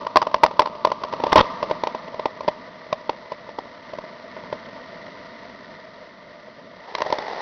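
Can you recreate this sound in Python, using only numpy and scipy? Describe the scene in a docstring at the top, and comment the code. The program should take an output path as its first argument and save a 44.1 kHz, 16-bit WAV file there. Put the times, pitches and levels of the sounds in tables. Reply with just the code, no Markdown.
"""Slugs of water and steam pop out of the riser tube of a small drip coffee maker running dry in a bedroom.
Each pop is a double pressure push ringing the filter basket; its spray hisses and rings the lid.
Small bubbles burst between the pops, and three short blasts of steam rasp through the tube as gated noise.
Under them, flickering noise in fixed resonances makes the hum, gurgle, steam and simmer of the boil.
The close, narrow-band microphone kinks and overloads; near the end it rises over the open basket."""
import sys
import numpy as np
from scipy import signal
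from scipy.io import wavfile
from scipy.ndimage import uniform_filter1d

SR = 44100
rng = np.random.default_rng(int(sys.argv[2]) if len(sys.argv) > 2 else 0)


def dump_mix(stems):
    """Bounce the given channels to the path in sys.argv[1] as a 16-bit WAV at rate SR."""
    frames = np.atleast_2d(stems).T  # one column per channel
    limited = np.clip(frames, -1, 1)  # hard clip at full scale
    pcm = np.round(limited * 32767).astype(np.int16)
    wavfile.write(sys.argv[1], SR, pcm)


N = 326781  # samples

# microphone path: low beside the mug, then lifted away, finally raised over the open basket
LIFT_START_S, LIFT_LENGTH_S = 0.84, 0.4
OPEN_START_S, OPEN_RISE_S, OPEN_CURVE = 6.74, 0.35, 1.33
OPEN_BOIL_LIFT_DB = 9  # the boil comes closer


def from_db(db):
    """Level definition: decibels to amplitude gain."""
    return 10 ** (np.asarray(db) / 20)


def rms_one(x):
    """Normalisation by effective value: scale to rms 1."""
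    return x / np.sqrt(np.mean(x ** 2) + 1e-20)


def in_time(rows):
    """Linear interpolation: each column of a curve at every sample."""
    times, *columns = np.transpose(rows)
    t = np.arange(N) / SR
    return [np.interp(t, times, column) for column in columns]


def drift(rate_hz):
    """Low-passed random process: a slow fluctuation of spread 1."""
    step = 40  # samples between computed points
    pole = np.exp(-2 * np.pi * rate_hz * step / SR)
    settle = 2000  # points dropped while the filter settles
    noise = rng.standard_normal(N // step + settle + 2)
    slow = signal.lfilter([1], [1, -2 * pole, pole * pole], noise)[settle:]
    return np.interp(np.arange(N) / step, np.arange(len(slow)), rms_one(slow))


def resonate(x, modes, order=2):
    """Modal superposition: parallel resonances; order 2 has steeper sides and builds up more slowly."""
    out = 0
    for hz, width_hz, db in modes:
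        low = np.hypot(hz, width_hz / 2) - width_hz / 2
        high = min(low + width_hz, SR / 2 - 1)
        band = signal.butter(order, [low, high], "band", fs=SR, output="sos")
        out = out + from_db(db) * signal.sosfilt(band, x + 1e-18)
    return out


def seething(modes, flicker_db, flicker_rate):
    """Random excitation of resonators: countless tiny collapses, in clumps, ring the modes; rms 1."""
    collapses = rng.standard_normal(N) * from_db(flicker_db * drift(flicker_rate))
    return rms_one(resonate(collapses, modes))


def add(track, s, sound):
    """Linear superposition: mix a sound into a track at a time."""
    start = max(round(s * SR), 0)
    track[start:start + len(sound)] += sound[:max(N - start, 0)]


def beside_mug(s):
    """Source-receiver position: 1 with the microphone low beside the mug, 0 once lifted away."""
    return 1 - np.clip((s - LIFT_START_S) / LIFT_LENGTH_S, 0, 1)


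def openness(s):
    """Direct sound path: how directly the microphone faces the open basket, 0 to 1."""
    return np.clip((s - OPEN_START_S) / OPEN_RISE_S, 0, 1) ** OPEN_CURVE


# flow of steam through the basket before the microphone comes closer: (t/s, level/dB)
STEAM_FLOW = [(0.0, -40), (0.83, -39.5), (1.13, -37.5), (1.34, -30), (1.74, -39.5), (2.25, -44.5),
              (3.43, -51), (4.49, -48), (6.8, -55)]
# vigour of the simmer in the boiler, likewise: (t/s, level/dB)
SIMMER_VIGOUR = [(0.0, -47), (0.93, -51), (1.42, -43.5), (2.27, -48), (3.47, -48), (4.73, -45.5),
                 (5.4, -46), (6.19, -50), (6.8, -50.5)]


def vigour():
    """Source strength and distance: steam flow and simmer as they reach the microphone, in dB."""
    closer_db = OPEN_BOIL_LIFT_DB * openness(np.arange(N) / SR)
    return in_time(STEAM_FLOW)[0] + closer_db, in_time(SIMMER_VIGOUR)[0] + closer_db


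# resonances of the boiler's hum: (f/Hz, width/Hz, relative level/dB)
HUM_MODES = [(45, 66, -12), (123, 75, -5.5), (211.6, 151, 2.5), (346, 140, -8.5)]
# resonances of water stirring in the basket: (f/Hz, width/Hz, relative level/dB)
GURGLE_MODES = [(526, 71, 2), (618.7, 121, 7.2)]
# resonances of steam stirring in the basket: (f/Hz, width/Hz, relative level/dB)
STEAM_MODES = [(968, 155, 11.5), (1164, 81, 11), (3900, 1600, -16)]
# resonances of the boiler's simmer: (f/Hz, width/Hz, relative level/dB)
SIMMER_MODES = [(1430, 420, -3), (1895, 323, 1.5), (3400, 2400, -12.5)]
# hum and gurgle follow the steam level by this share, the simmer level by the rest
HUM_STEAM_SHARE, GURGLE_STEAM_SHARE = 0.29, 0.35
MUG_SHADE_DB = -5  # the mug screens off the simmer


def boiling(hum_db=0.0, gurgle_db=4.0, steam_db=1.5, simmer_db=0.5):
    """Broadband excitation of modes: the boiler hums and simmers, water and steam stir in the basket."""
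    t = np.arange(N) / SR
    steam, simmer = vigour()
    hum = simmer + HUM_STEAM_SHARE * (steam - simmer)
    hum = hum - OPEN_BOIL_LIFT_DB * openness(t)  # the hum is the same from above
    gurgle = simmer + GURGLE_STEAM_SHARE * (steam - simmer)
    shaded = simmer + MUG_SHADE_DB * beside_mug(t)
    out = from_db(hum + hum_db) * seething(HUM_MODES, flicker_db=1.4, flicker_rate=6.8)
    out += from_db(gurgle + gurgle_db) * seething(GURGLE_MODES, flicker_db=1.55, flicker_rate=14)
    out += from_db(steam + steam_db) * seething(STEAM_MODES, flicker_db=2.0, flicker_rate=65)
    out += from_db(shaded + simmer_db) * seething(SIMMER_MODES, flicker_db=2.5, flicker_rate=240)
    return out


def double_push(rebound_s=0.002014, rebound=1.19, jitter=0.11, soft_hz=1400):
    """Pressure-wave reflection: a slug bursts and its wave returns along the tube about 2 ms later."""
    push = signal.unit_impulse(SR // 20)
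    delay_s = rebound_s * np.exp(jitter * rng.standard_normal())
    push[round(delay_s * SR)] += rebound * from_db(2.1 * rng.standard_normal())
    return signal.sosfilt(signal.butter(2, soft_hz, fs=SR, output="sos"), push)


# the basket's lower and upper rings: (f/Hz, width/Hz, relative level/dB)
BASKET_LOW = [(293, 117, -6), (540, 338, -5.5), (605.6, 58.4, 2.5)]
BASKET_UPPER = [(970, 139, -6), (1053, 95, -5.5)]
# the lid as struck by spray: (f/Hz, width/Hz, relative level/dB)
LID_RING = [(2030, 273, -18), (3740, 1630, -26.5)]
# the spray's own hiss: (f/Hz, width/Hz, relative level/dB)
SPRAY_HISS = [(2700, 1050, -26), (4400, 1100, -29)]


def pop(upper_db, lid_db, spread=0.02, spray_s=0.00071):
    """Impulse response: the push rings a slightly detuned basket and its spray strikes the lid; peak 1."""
    push = double_push()
    detune = np.exp(spread * rng.standard_normal())
    low_modes = [(hz * detune, width, db) for hz, width, db in BASKET_LOW]
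    upper_modes = [(hz * detune, width, db) for hz, width, db in BASKET_UPPER]
    low = resonate(push, low_modes, order=1)
    upper = resonate(push, upper_modes, order=1)
    age = np.arange(len(push)) / SR / spray_s
    spray = rng.standard_normal(len(push)) * age ** 2 * np.exp(-age)
    spray = spray / np.linalg.norm(spray)
    lid = resonate(spray, LID_RING, order=1)
    hiss = resonate(spray, SPRAY_HISS)
    out = low - from_db(upper_db) * upper + from_db(lid_db) * lid + hiss
    return out / np.abs(out).max()


BUBBLES_PER_S, BUBBLE_OVER_STEAM_DB = 33, 9


def bubbles(size_spread_db=5.5, upper_db=-2, lid_db=4):
    """Poisson-like impulse train: small bubbles burst at random, larger when more steam flows."""
    steam_db, _ = vigour()
    born = rng.random(N) < BUBBLES_PER_S / SR
    scatter_db = size_spread_db * np.clip(rng.standard_normal(N), -2, 2)
    sizes = from_db(steam_db + BUBBLE_OVER_STEAM_DB + scatter_db)
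    return signal.fftconvolve(born * sizes, pop(upper_db, lid_db))[:N]


# pops at the riser: (t/s, relative peak level/dB, hardness/dB)
POPS = [(0.0668, -12.5, 7), (0.158, -0.5, 8), (0.169, 4, 19), (0.2167, -8.5, 14.5), (0.2249, -10.5, 14.5),
        (0.268, -9.5, -6), (0.3135, -25.5, 9.5), (0.3425, -2.5, 12.5), (0.434, 4, 9), (0.4374, 2, 15.5),
        (0.447, -7.5, -10), (0.4624, -7, 20), (0.5103, -19.5, -4), (0.5934, 4, 12.5), (0.6034, -9, -12),
        (0.6186, -10.5, 17), (0.6578, -12.5, 14), (0.6712, -17.5, -1), (0.8486, 0, 4), (0.8709, -10.5, -13),
        (0.9166, -8, 9), (1.0353, -13.5, 17.5), (1.1258, -18, 17), (1.1353, -12, 1), (1.2005, -18, -15),
        (1.237, -6, 2), (1.2657, -10, -1), (1.3286, 3, 13), (1.3573, 6, 1), (1.3794, -2, 15),
        (1.4096, -14, 0), (1.6274, -9, 6.5), (1.6977, -16.5, 1), (1.711, -9, -16), (1.836, -7, 5),
        (1.8706, -8.5, 10), (1.9471, -15, 1.5), (2.143, -20.5, -4), (2.1947, -13, -6), (2.2556, -6.5, 2.5),
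        (2.4063, -18.5, 6), (2.4467, -26.5, -10), (2.4785, -8, -3), (2.4834, -7.5, 2), (2.9269, -8, 11),
        (3.0939, -7, 5), (3.3185, -15.5, 5), (3.4901, -24.5, -19), (3.5857, -15, 5), (3.9345, -22, -12),
        (3.9854, -19.5, -12), (4.0384, -26, -9), (4.3654, -26, -15), (4.436, -28, 7), (4.5268, -15, -18),
        (6.95, -10.5, 19), (6.9826, -17, 13), (7.0039, -13.5, 6), (7.0184, -9, 12.5), (7.0615, -16, -1.5),
        (7.1014, -15.5, -3), (7.1247, -7, 5.5), (7.1845, -13.5, 9)]
UPPER_RING_DB, UPPER_PER_HARDNESS = 3, 0.45  # upper ring in a plain pop; dB more per dB of hardness
BESIDE_MUG_DB = 5.5  # the upper ring is stronger beside the mug


def pops(level_db=2.0, lid_db=-0.46, lid_from_above_db=6.0):
    """Excitation-dependent spectrum: hardness raises the upper ring and the lid; over the open basket the lid
    rings brighter."""
    out = np.zeros(N)
    for s, peak_db, hardness_db in POPS:
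        upper_db = UPPER_RING_DB + UPPER_PER_HARDNESS * hardness_db
        upper_db += BESIDE_MUG_DB * beside_mug(s)
        struck_lid_db = lid_db + hardness_db + lid_from_above_db * (s > OPEN_START_S)
        add(out, s, from_db(peak_db + level_db) * pop(upper_db, struck_lid_db))
    return out


# rasping spurts of steam: (t/s, length/s, level/dB)
SPURTS = [(1.320, .011, -16), (1.362, .039, -12), (1.403, .011, -12)]
# what a spurt rings: (f/Hz, width/Hz, relative level/dB)
SPURT_MODES = [(81, 68, -3.5), (240, 230, -3.5), (492, 120, -2), (998, 310, 3.5), (1880, 160, -6),
               (3030, 1070, -12.5)]


def spurts():
    """Turbulent flow noise: steam tears through the last water in the tube in short rough blasts."""
    gate = np.zeros(N)
    for s, length_s, db in SPURTS:
        add(gate, s, from_db(db) * signal.windows.tukey(round(length_s * SR), .15))
    return gate * seething(SPURT_MODES, flicker_db=3.5, flicker_rate=300)


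# steam heard directly from the open basket: (f/Hz, width/Hz, relative level/dB)
OPEN_MODES = [(500, 230, -3.5), (812, 280, 0.5), (1840, 260, -11.5), (4270, 1460, -21)]
OPEN_STEAM_DB = -31.5


def open_basket():
    """Direct radiation: from above, the steam is heard unobstructed over the wet grounds."""
    level = from_db(OPEN_STEAM_DB) * openness(np.arange(N) / SR)
    return level * seething(OPEN_MODES, flicker_db=3.5, flicker_rate=85)


def echoes(x, t60, first_s):
    """Exponential reverberant decay: dense reflections start after a short delay; unit energy."""
    t = np.arange(SR // 2) / SR
    onset = np.clip(t / first_s - 1, 0, 1)
    tail = rng.standard_normal(len(t)) * from_db(-60 * t / t60) * onset
    return signal.fftconvolve(x, tail / np.linalg.norm(tail))[:N]


def hollow(x, hz=760, width_hz=65):
    """Antiresonance: between the basket's two main resonances their sound cancels."""
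    return signal.lfilter(*signal.iirnotch(hz, hz / width_hz, fs=SR), x)


ROOM_T60_S, ROOM_DB = 0.16, -23
BODY_T60_S, BODY_DB = 0.082, -22


def scene():
    """Direct plus reflected sound: sputter bounces round housing and soft room, over the boil."""
    sputter = pops() + bubbles() + spurts()
    housing = from_db(BODY_DB) * echoes(sputter, BODY_T60_S, first_s=0.0015)
    room = from_db(ROOM_DB) * echoes(sputter, ROOM_T60_S, first_s=0.0036)
    machine = hollow(sputter + housing + room + boiling())
    return (machine + open_basket())[None]


def kink(x, share, depth, window_s):
    """Crossover distortion: near zero, within a share of the local rms, gain falls (reverses if depth > 1)."""
    power = uniform_filter1d(x ** 2, max(round(window_s * SR), 2), axis=-1)
    near_zero = np.exp(-x ** 2 / (2 * share ** 2 * np.abs(power) + 1e-12))
    return x * (1 - depth * near_zero)


MIC_TOP_HZ, CUTOFF_HZ = 6000, 15900


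def record(dry, overload=0.92, bass_cut_hz=15):
    """Nonlinear transduction and band-limiting: kinks, overload, little treble, converter limit, noise."""
    kinked = kink(dry, share=0.37, depth=1.47, window_s=0.0025)
    voiced = np.clip(kinked, -overload, overload)
    voiced = signal.sosfilt(signal.butter(1, bass_cut_hz, "high", fs=SR, output="sos"), voiced)
    narrow = signal.sosfilt(signal.butter(2, MIC_TOP_HZ, fs=SR, output="sos"), voiced)
    # steep treble edge: 60 dB down from 7480 Hz upwards
    narrow = signal.sosfilt(signal.cheby2(10, 60, 7480, fs=SR, output="sos"), narrow)
    limited = np.clip(narrow, -.97, .97) + from_db(-95) * rng.standard_normal(N)
    return signal.sosfilt(signal.ellip(10, .1, 80, CUTOFF_HZ, fs=SR, output="sos"), limited)


dry = scene()
out = record(dry)
dump_mix(out)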